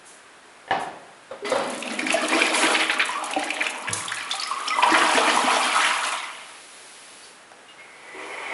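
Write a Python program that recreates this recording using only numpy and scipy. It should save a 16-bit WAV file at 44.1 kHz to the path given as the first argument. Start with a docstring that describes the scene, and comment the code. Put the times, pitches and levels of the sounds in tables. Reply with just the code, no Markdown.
"""Toilet flush in a small tiled bathroom

The button clacks, the valve knocks open and water churns into the bowl: ringing parts over shaped noise and bubbles.
Swarms of damped sines chirp and gulp, the trap swallows with a ringing throat, and the rush dies to a thin hiss.
A cat's paw taps the rim, and the cistern starts to refill: noise rung by the resonances of its pipe."""
import sys
import numpy as np
from scipy import signal
from scipy.fft import rfft, irfft, next_fast_len
from scipy.io import wavfile
from scipy.ndimage import uniform_filter1d, map_coordinates

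SR = 44100
rng = np.random.default_rng(int(sys.argv[2]) if len(sys.argv) > 2 else 0)


def wrap_up_sound(samples):
    """Save the sound to the file named by the first command line argument, as 16-bit audio."""
    columns = np.atleast_2d(samples).T
    # keep every value between -1 and 1, then stretch to whole-number steps
    tamed = np.clip(columns, -1, 1)
    steps = np.round(tamed * 32767).astype(np.int16)
    wavfile.write(sys.argv[1], SR, steps)


N = 376173

# strength of the flow in the bowl, a washing surge and then the siphon's: t/s, level/dB
FLOW = [(1.45,-31),(1.65,-38),(2.1,-33),(2.22,-32),(2.36,-23.5),(2.51,-28.5),(2.62,-20),(2.8,-23),(2.92,-33),(3.12,-35),
        (4.3,-39),(4.65,-34),(4.81,-29.5),(4.95,-22),(5.92,-21.5),(6.0,-26.5),(6.12,-24.5),(6.21,-33),(6.44,-41),(6.6,-47.5)]
# spectrum of fine spray: f/Hz, relative level/dB
SPRAY = [(1000, -29), (3500, 10), (5000, 7), (6500, 13.5), (9000, 14), (10800, 18.5)]
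CALM_DB = -28  # reference flow, between the two surges
JETS_OPEN_S, JETS_CLOSE_S = 1.455, 6.14  # the rim jets


def amp(db):
    """Decibels to gain."""
    return 10 ** (np.asarray(db) / 20)


def unit(x):
    """Scale to rms 1."""
    return x / np.sqrt(np.mean(x ** 2) + 1e-20)


def along(points, hz):
    """Read (Hz, value) points on a log frequency axis."""
    f, v = np.transpose(points)
    return np.interp(np.log(hz + 1), np.log(f + 1), v)


def curves(rows):
    """One value per sample for each column after the time."""
    s, *cols = np.transpose(rows)
    return [np.interp(np.arange(N) / SR, s, c) for c in cols]


def during(rows, fade):
    """1 while a curve lasts, fading to 0 outside it over fade seconds."""
    t = np.arange(N) / SR
    return np.clip(1 + np.minimum(t - rows[0][0], rows[-1][0] - t) / fade, 0, 1)


def wobble(rate):
    """A smooth random curve, rate knots a second."""
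    return map_coordinates(rng.standard_normal(N // 20), [np.arange(N) * rate / SR], mode="wrap")


def filtered(x, response):
    """x times a complex response of frequency."""
    m = next_fast_len(len(x) + SR // 4)
    return irfft(rfft(x, m) * response(np.fft.rfftfreq(m, 1 / SR)), m)[:len(x)]


def noise(spectrum):
    """Coloured noise of rms 1."""
    return unit(filtered(rng.standard_normal(N), lambda hz: amp(along(spectrum, hz))))


def resonate(x, modes):
    """x through a body's resonances, each a band-pass: (centre Hz, width Hz, dB)."""
    def response(f):
        return sum(amp(db) * 1j * f * w / (c * c - f * f + 1j * f * w) for c, w, db in modes)
    return filtered(x, response)


def add(track, s, db, sound):
    """Put a sound into the track at time s with its peak at db."""
    part = track[round(s * SR):][:len(sound)]
    part += amp(db) * sound[:len(part)] / np.abs(sound).max()


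def bubbles(rate, pitch_hz, spread, cycles, rise, size_db):
    """A swarm of damped bubbles of rms 1, each rising by its share of pitch as it nears the surface."""
    count = int(rate * N / SR)
    draws = np.random.default_rng(rng.integers(2 ** 31)).uniform(.001, .999, (count, 4))
    when, size, z, life = draws.T
    start = (when * N).astype(int)
    detune = np.clip(np.log(z / (1 - z)) / 2, -2, 2)  # bell-shaped scatter
    hz = np.broadcast_to(pitch_hz, N)[start] * np.exp(spread * detune)
    life = (cycles * (life + .5) / hz)[:, None]
    t = np.arange(int(2 * np.median(life) * SR)) / SR
    u = t / life
    swell = (1 - np.exp(-10 * u)) * np.exp(-np.pi * u)
    wave = swell * np.sin(2 * np.pi * hz[:, None] * t * (1 + rise * np.minimum(u, 2) / 2))
    wave *= amp(size_db * np.minimum(-np.log(size), np.pi))[:, None]
    places = start[:, None] + np.arange(len(t))
    return unit(np.bincount(places.ravel(), wave.ravel(), N)[:N])  # sums overlapping bubbles


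def rough_rings(rows, attack, rise, rough):
    """Short rough rings, one pitch to a row, with noise shaking the phase and the pitch gliding up."""
    out, t = np.zeros(N), np.arange(SR // 3) / SR
    for s, db, hz, t60 in rows:
        shake = unit(uniform_filter1d(rng.standard_normal(len(t)), int(2 * SR / hz)))
        phase = 2 * np.pi * hz * t * (1 + rise * t) + rough * shake
        add(out, s, db, (1 - np.exp(-t / attack)) * amp(-60 * t / t60) * np.sin(phase))
    return out


def blows(rows, body, attack, crack_db, crack_t60):
    """Each plastic contact cracks and rings the cistern's loose parts, whose rattle blurs the ring."""
    # spectrum of the crack: f/Hz, relative level/dB
    crack_spectrum = [(50,-35),(160,11.5),(800,18.5),(2800,4),(5000,-4.5),(11000,-46)]
    out, t, crack = np.zeros(N), np.arange(SR // 3) / SR, noise(crack_spectrum)
    for s, db in rows:
        # random phase drift widens every partial
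        drift = np.cumsum(rng.standard_normal((len(body), len(t))), axis=1) * np.sqrt(70 / SR)
        ring = np.zeros(len(t))
        for (hz, level, t60), blur in zip(body, drift):
            ring += amp(level - 60 * t / t60) * np.sin(2 * np.pi * hz * t + blur)
        snap = amp(crack_db - 60 * t / crack_t60) * crack[round(s * SR):][:len(t)]
        add(out, s, db, (ring / np.abs(ring).max() + snap) * (1 - np.exp(-t / attack)))
    return out


def room_air():
    """Steady air noise of the room, strongest in the bass."""
    # spectrum: f/Hz, relative level/dB
    air_spectrum = [(30,0.5),(70,-14),(430,-3),(1600,-3),(2600,-9),(6200,-19),(11000,-17.5)]
    return amp(-48.0) * noise(air_spectrum)


def hiss_puffs(attack_share=0.82):
    """Brief puffs of fine hiss, two of them before the water starts; shorter ones start more sharply."""
    # puffs of fine hiss: t/s, peak level/dB, length/s
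    puffs = [(0.047,-31,0.1),(0.792,-28,0.053),(2.123,-10.5,0.017),(2.2842,-7,0.0039),(2.525,-11.5,0.12),(3.93,-2.5,0.008),(3.953,-14,0.066),(4.352,-14,0.0063)]
    out, t, hiss = np.zeros(N), np.arange(SR // 2) / SR, noise(SPRAY)
    for s, db, length in puffs:
        envelope = (1 - np.exp(-t / (attack_share * length))) * np.exp(-2 * t / length)
        add(out, s, db, hiss[round(s * SR):][:len(t)] * envelope)
    return out


def button_clacks():
    """The pressed button makes contact, ringing its parts with a sharp onset."""
    # contacts: t/s, peak level/dB
    contacts = [(.679,-26),(.709,-8),(.7195,-17.5)]
    # ringing parts: f/Hz, relative level/dB, t60/s
    button_parts = [(179,-20,0.54),(565,-5,0.13),(701,-3.5,0.42),(785,0.5,0.17),(873,0,0.11),(1746,7,0.037),(2040,-4,0.068),(2890,-2,0.031)]
    return blows(contacts, button_parts, attack=0.00013, crack_db=-22.5, crack_t60=0.58)


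def valve_knocks():
    """The valve knocks open, ringing its parts with a softer onset than the button's."""
    # knocks: t/s, peak level/dB
    hits = [(1.31,-23.5),(1.517,-11.5),(1.556,-14.5),(1.595,-20.5)]
    # ringing parts: f/Hz, relative level/dB, t60/s
    valve_parts = [(550.6,11,0.18),(850,-3.5,0.18),(1040,-1.5,.1),(1248,-4,0.25),(1370,-0.5,0.09),(3650,-10,0.099)]
    return blows(hits, valve_parts, attack=0.0013, crack_db=-17.5, crack_t60=0.39)


def slugs():
    """Slugs of water heave in the trap and pipes as low, rough, rising rings."""
    # slugs: t/s, relative level/dB, starting f/Hz, t60/s
    heaves = [(1.422,-23,401,0.28),(2.027,-16.5,305,0.045),(2.141,-7,666,0.037),(2.345,-14.5,330,0.087),(3.363,-21.5,289.8,0.26),(3.366,-13.5,580,0.038),(3.89,-25.5,174,0.13),(3.895,-25.5,101,0.31),(4.918,-11,333,0.074),(5.147,-17.5,261,0.064),(5.175,-14.5,456,0.1),(5.44,-16.5,276,0.04),(8.145,-28.5,370.4,0.57)]
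    return amp(-8.0) * rough_rings(heaves, attack=0.0033, rise=0.355, rough=0.3)


def boil(x, count=7):
    """Clouds of like-sized bubbles come and go: every band swells and sinks on its own."""
    depth_db, knots_per_s = 2.6, 38
    m = next_fast_len(N)
    spectrum = rfft(x, m)
    band = np.searchsorted(np.geomspace(450, 5000, count), np.fft.rfftfreq(m, 1 / SR))
    out = np.zeros(N)
    for k in range(count + 1):
        out += irfft(spectrum * (band == k), m)[:N] * amp(depth_db * wobble(knots_per_s))
    return unit(out)


def churn():
    """Water pours round the bowl: big bubbles gurgle, small ones splash, the finest fizz as spray."""
    # level of the low gurgle over the flow: t/s, level/dB
    depth = [(1.45,5),(2.36,3.5),(2.7,0.5),(3.6,-0.5),(3.9,7),(4.15,-10),(4.7,-6),(4.97,1.5),(5.1,-12),(5.2,3),(5.48,-6),(5.85,-15.5)]
    # spectra of gurgle and splash: f/Hz, relative level/dB
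    gurgle_spectrum = [(50,-30),(120,-14.5),(260,9.5),(800,10.5),(1500,-2.5),(4000,-62)]
    splash_spectrum = [(150,-57),(800,6),(1300,10),(1650,-0.5),(3200,3.5),(4500,-14.5),(8000,-50)]
    fade_s, breakup_s = 0.36, 0.44  # the jets' fade; time until their smooth sheet breaks up
    spray_calm_db, spray_grows = -40.5, 1  # spray at calm flow; its dB per dB of flow

    (flow_db,), (bass_db,) = curves(FLOW), curves(depth)
    gurgle_db, splash_db = flow_db + bass_db, flow_db - 3
    spray_db = spray_calm_db + spray_grows * (flow_db - CALM_DB)
    t = np.arange(N) / SR
    jets = (t > JETS_OPEN_S) * np.clip(1 + (JETS_CLOSE_S - t) / fade_s, 0, 1)
    # in a full torrent single clusters merge into an even roar
    sparse = jets * np.clip((t - JETS_OPEN_S) / breakup_s, 0, 1) * np.clip(amp(-27 - splash_db), 0, 1)
    surge = np.clip(wobble(28), -1.3, 1.3) * sparse  # the stream breaks up unevenly
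    clumps = amp(6.2 * np.minimum(wobble(55), 1.3) * sparse ** 2)  # bubbles are born in clusters

    deep = bubbles(rate=170, pitch_hz=389.0, spread=0.357, cycles=9.5, rise=0.2, size_db=8.5)
    gurgle = amp(-11.0) * boil(noise(gurgle_spectrum)) + amp(-19.5) * deep
    plinks = bubbles(rate=1000, pitch_hz=2135, spread=0.326, cycles=16.8, rise=0.12, size_db=6.5)
    splash = amp(-2.5) * boil(noise(splash_spectrum)) + amp(-4.5) * plinks * clumps
    fizz = bubbles(rate=2200, pitch_hz=4650, spread=0.243, cycles=16, rise=0, size_db=5)
    crackle = amp(2.8 * wobble(260) * sparse)
    spray = (amp(6.5) * noise(SPRAY) * crackle + amp(-1.0) * fizz * clumps) * jets
    # single small bubbles that pop on the surface, heard when the flow is calm
    plips = bubbles(rate=60, pitch_hz=2500, spread=0.42, cycles=18, rise=0.15, size_db=4)

    water = amp(gurgle_db + 3.24 * surge) * gurgle
    water += amp(splash_db + 2.4 * surge) * splash
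    water += amp(spray_db + 2 * surge) * spray
    water += amp(-43) * plips * sparse
    return water * during(FLOW, fade=0.0059)


def squirt(attack=0.011):
    """The first water drives air out of the rim holes, which whistle briefly as resonated noise."""
    # rim hole resonances: f/Hz, width/Hz, relative level/dB
    rim_holes = [(2040,78,-2),(4000,100,-7),(4600,180,-8)]
    level_db, life_s = -36, 0.15
    t = np.maximum(np.arange(N) / SR - JETS_OPEN_S + attack, 0)
    whistle = unit(resonate(rng.standard_normal(N), rim_holes))
    return amp(level_db) * whistle * (1 - np.exp(-t / attack)) * np.exp(-t / life_s)


def spatter(scatter_db=6):
    """While the jets run, stray drops tick on the porcelain at random as decaying specks of hiss."""
    drops_per_s, typical_db, t60_s = 41, -22.5, 0.032
    out, t, hiss = np.zeros(N), np.arange(SR // 30) / SR, noise(SPRAY)
    span = JETS_CLOSE_S - JETS_OPEN_S
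    drops = np.random.default_rng(rng.integers(2 ** 31)).random((int(drops_per_s * span), 2))
    for when, size in drops:
        s = JETS_OPEN_S + when * span
        tick = hiss[round(s * SR):][:len(t)] * amp(-60 * t / t60_s)
        add(out, s, typical_db + scatter_db * (2 * size - 1), tick)
    return out


def trickles():
    """A trickle strings bubbles on one warbling note: each swells, rises a little and gives way to the next."""
    # trickles: t/s, length/s, rms level/dB, f/Hz
    runs = [(1.66,0.45,-43,235.8),(2.159,0.06,-33,1710),(3.16,0.12,-38,1178),(4.119,0.076,-39,1770),(4.37,0.042,-39,1206),(4.458,0.42,-33.5,1185),(4.715,0.094,-33,2100)]
    bubbles_per_s, rise_share, scatter_db = 21.5, .12, 3
    out = np.zeros(N)
    for s, length, db, hz in runs:
        t = np.arange(int(length * SR)) / SR
        beat = t * bubbles_per_s
        pitch, size = rng.standard_normal((2, int(beat[-1]) + 1))[:, beat.astype(int)]
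        bend = rise_share * (beat % 1 - .5 + pitch / np.pi)
        swell = amp(scatter_db * size) * np.sin(np.pi * (beat % 1)) ** 3
        note = swell * np.sin(2 * np.pi * np.cumsum(hz * (1 + bend)) / SR)
        ending = np.minimum(2 * (beat[-1] - beat), 1)
        out[round(s * SR):][:len(t)] += amp(db) * unit(note * ending)
    return out


def chirps(life=0.0095, rise_hz=1100, skew=0.8, burst_db=-20, splash_db=-9):
    """A bubble opening at the surface sweeps up; its film bursts in a tick of spray and a pitched splash."""
    # small bubbles: t/s, peak level/dB, centre f/Hz
    pops = [(1.823,-18.5,2740),(1.875,-20.5,2750),(1.9897,-12.5,2280),(2.0652,-14,2364),(2.102,-11,2650),(2.4173,-7,2525),
            (3.3329,-15.5,2780),(3.363,-23,2550),(3.426,-21,1780),(3.5021,-12.5,2530),(3.6642,-12,2620),(4.079,-19.5,3450),(4.1179,-14,1780),
            (4.31,-13,3600),(4.3953,-16,4600),(4.432,-16,5150),(4.6765,-16.5,3130),(4.681,-15.5,5430),(4.7025,-15.5,2430)]
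    out, u, spray = np.zeros(N), np.linspace(0, 1, int(life * SR)), noise(SPRAY)
    for s, db, hz in pops:
        phase = 2 * np.pi * np.cumsum(hz + rise_hz * (u - .5)) / SR
        splash = unit(resonate(rng.standard_normal(len(u)), [(hz, hz / 2, 0)]))
        film = amp(splash_db) * splash + amp(burst_db) * spray[round(s * SR):][:len(u)]
        add(out, s, db, np.sin(np.pi * u ** skew) ** 2 * (np.sin(phase) + film))
    return out


def slaps(spread=0.251, cycles=11, count=40):
    """A sheet of water hits the porcelain and breaks into a burst of like-sized bubbles."""
    # slaps: t/s, peak level/dB, centre f/Hz
    sheets = [(2.242,-19.5,2700),(2.32,-9.5,1430),(2.624,-15,2700),(2.662,-13,2570),(2.745,-8.5,2610),(2.8,-10.5,2500),(2.827,-12.5,2650),(2.893,-7,2320),(2.994,-11,2700),(3.007,-12,2060),
              (3.558,-19.5,2600),(3.604,-11,2220),(3.871,-15.5,1990),(4.31,-17,4530),(4.415,-18,3100),(4.822,-9.5,2650),(4.936,-7,1870),(5.011,-7.5,1800),(5.165,-11.5,2520),(5.273,-13.5,2020),(5.797,-17,2540),(5.834,-11.5,2150),(5.856,-17,2120),(5.905,-19,1680)]
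    delay_s = 0.008  # typical wait until a slap's bubbles are born
    out, t = np.zeros(N), np.arange(SR // 10) / SR
    for s, db, centre_hz in sheets:
        across, down, pitch, size = rng.standard_normal((4, count, 1))
        born = delay_s * np.hypot(across, down)  # later the farther from the point of impact
        turns = centre_hz * np.exp(spread * pitch) * np.maximum(t - born, 0)
        u = np.pi * turns / cycles
        burst = size * (np.exp(-u) - np.exp(-10 * u)) * np.sin(2 * np.pi * turns)
        add(out, s, db, np.sum(burst, axis=0))
    return out


def throat():
    """Bubbles ring the air cavity in the trap; its pitch follows the water level."""
    # cavity: t/s, f/Hz, level over the flow/dB
    cavity = [(2.55,977,-3),(2.85,1090,-18),(3.16,1090,4),(3.36,762,0.5),(3.7,832,2.5),(4.1,1164,6),(4.75,1160,-4),(4.82,987,1),(5.4,861,-2),(5.78,1274,-2),(6.3,960,-9)]
    (pitch_hz, over_db), (flow_db,) = curves(cavity), curves(FLOW)
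    db = flow_db + over_db
    turbulence = np.clip(amp(db + 30.5), 0, 1)  # a strong flow turns the clear ring to froth
    ring = bubbles(rate=120, pitch_hz=pitch_hz, spread=0.054, cycles=15, rise=0.018, size_db=3.5)
    froth = bubbles(rate=300, pitch_hz=pitch_hz, spread=0.246, cycles=13.4, rise=0.384, size_db=6.0)
    mix = amp(-8.5) * ring * (1 - turbulence / 2) + amp(-5.5) * froth * turbulence
    return amp(db) * mix * during(cavity, fade=0.18)


def gulps():
    """Large air pockets are gulped through the trap; a stronger flow damps their ring sooner."""
    # air pockets: t/s, peak level/dB, starting f/Hz
    swallows = [(2.557,-16.5,964),(3.092,-18.5,996),(3.152,-21,1120),(3.226,-22.5,826),(3.363,-16,764),(3.424,-23,798),(4.338,-27,784),
                (4.512,-17,1080),(4.786,-11,972),(4.833,-6,984),(4.862,-13.5,880),(4.935,-14,950),(5.174,-14.5,965),(5.373,-10,1018),(5.485,-13.5,980),(5.77,-10,1280)]
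    calm_t60_s, damping = 0.033, 0.68  # ring at calm flow; dB of ring time lost per dB of flow
    flow_db, = curves(FLOW)
    t60 = calm_t60_s * amp(damping * (CALM_DB - flow_db))
    rows = [(s, db, hz, t60[round(s * SR)]) for s, db, hz in swallows]
    return rough_rings(rows, attack=0.00063, rise=0.34, rough=0.12)


def inlet_hiss():
    """The inlet valve hisses thinly: coloured noise under a slow level curve."""
    # valve: t/s, level/dB
    inlet_levels = [(6.2,-43.5),(7.0,-43),(7.28,-45),(7.55,-65),(8.0,-55),(8.3,-45.5)]
    # spectrum: f/Hz, relative level/dB
    hiss_spectrum = [(600,-22),(2200,2),(4500,0),(6500,-3),(9400,-2),(10300,4.5),(11000,3)]
    (hiss_db,) = curves(inlet_levels)
    return amp(hiss_db) * noise(hiss_spectrum) * during(inlet_levels, fade=1.0)


def inlet_rings():
    """As the cistern starts to refill, its inlet gives short rough rings: squeaks, then first bursts of water."""
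    # rings of the inlet: t/s, peak level/dB, starting f/Hz, t60/s
    first_rings = [(7.225,-47,4530,0.21),(7.68,-44,2830,0.18),(7.78,-43,2135,0.25),(8.07,-43,1960,0.3)]
    return rough_rings(first_rings, attack=0.011, rise=0.116, rough=0.78)


def paw(t60=0.012, pitch_hz=700, width_hz=300):
    """A cat's paw taps the porcelain rim softly: a short noise burst through one broad resonance."""
    out, t = np.zeros(N), np.arange(SR // 5) / SR
    burst = rng.standard_normal(len(t)) * amp(-60 * t / t60)
    add(out, 7.517, -32, resonate(burst, [(pitch_hz, width_hz, 0)]))
    return out


def refill():
    """The stream into the cistern swells and wavers, ringing the pipe and tank."""
    # running water: t/s, level/dB
    fill_levels = [(7.7,-73),(7.8,-54.5),(8.14,-43.5),(8.2,-36),(8.53,-32.5)]
    # pipe and tank resonances: f/Hz, width/Hz, relative level/dB
    pipe_modes = [(500,62,-4),(906,23,8),(2014,26,8),(2130,150,1),(3020,36,0)]
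    # stream spectrum: f/Hz, relative level/dB
    stream_spectrum = [(60,-26),(200,-19),(370,-1),(1200,0),(1750,-6.5),(2200,5),(2700,-8.5),(5000,-32)]
    (fill_db,) = curves(fill_levels)
    ringing = unit(resonate(rng.standard_normal(N), pipe_modes))
    stream = amp(-7.5) * ringing + amp(-2.5) * noise(stream_spectrum)
    return amp(fill_db + 0.9 * wobble(25)) * stream * during(fill_levels, fade=0.085)


def porcelain(water):
    """The porcelain hollow rings along with the sounds in the bowl."""
    # bowl resonances: f/Hz, width/Hz, relative level/dB
    bowl_modes = [(163,7.7,-1),(252.4,15.7,1),(315,15.5,5),(450.6,39,-1.5),(617,46,2),(1397,11,-13),(2376,44,-4)]
    return water + resonate(water, bowl_modes)


def bathroom(x, walls_db, tail_db):
    """Close tiled walls throw back a few copies, then a ringing tail that dies sooner in the treble."""
    # decay of the tiled room: f/Hz, t60/s
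    tile_decay = [(150, 1), (400, 1), (1000, 0.73), (3000, 0.59), (10000, 0.19)]
    hz, t, z = signal.stft(rng.standard_normal(SR), SR, nperseg=256)
    tail = signal.istft(z * amp(-60 * t / along(tile_decay, hz)[:, None]), SR, nperseg=256)[1]
    answer = amp(tail_db) * np.pad(tail / np.linalg.norm(tail), (SR // 200, 0))
    delays = rng.uniform(0.0018, .025, size=8)  # seconds
    answer[(delays * SR).astype(int)] += amp(walls_db - 170 * delays) * rng.choice([-1, 1], size=8)
    return x + signal.fftconvolve(x, answer)[:N]


def scene():
    """Mechanism and water in the room, over its steady air noise."""
    mechanism = button_clacks() + valve_knocks()
    bowl = hiss_puffs() + slugs() + amp(-1) * churn() + trickles() + chirps() + slaps() + throat() + gulps()
    rim = squirt() + spatter() + paw()
    cistern = inlet_hiss() + inlet_rings() + refill()
    sources = mechanism + porcelain(bowl) + rim + cistern
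    return bathroom(sources, walls_db=-17.5, tail_db=-7.5) + room_air()


def record(dry, low_hz=85, top_hz=11070):
    """A small microphone loses the deep bass, and nothing is kept above its band limit."""
    return filtered(dry, lambda hz: (1j * hz / (low_hz + 1j * hz)) ** 2 * (hz < top_hz))


dry = scene()
out = record(dry)
wrap_up_sound(out)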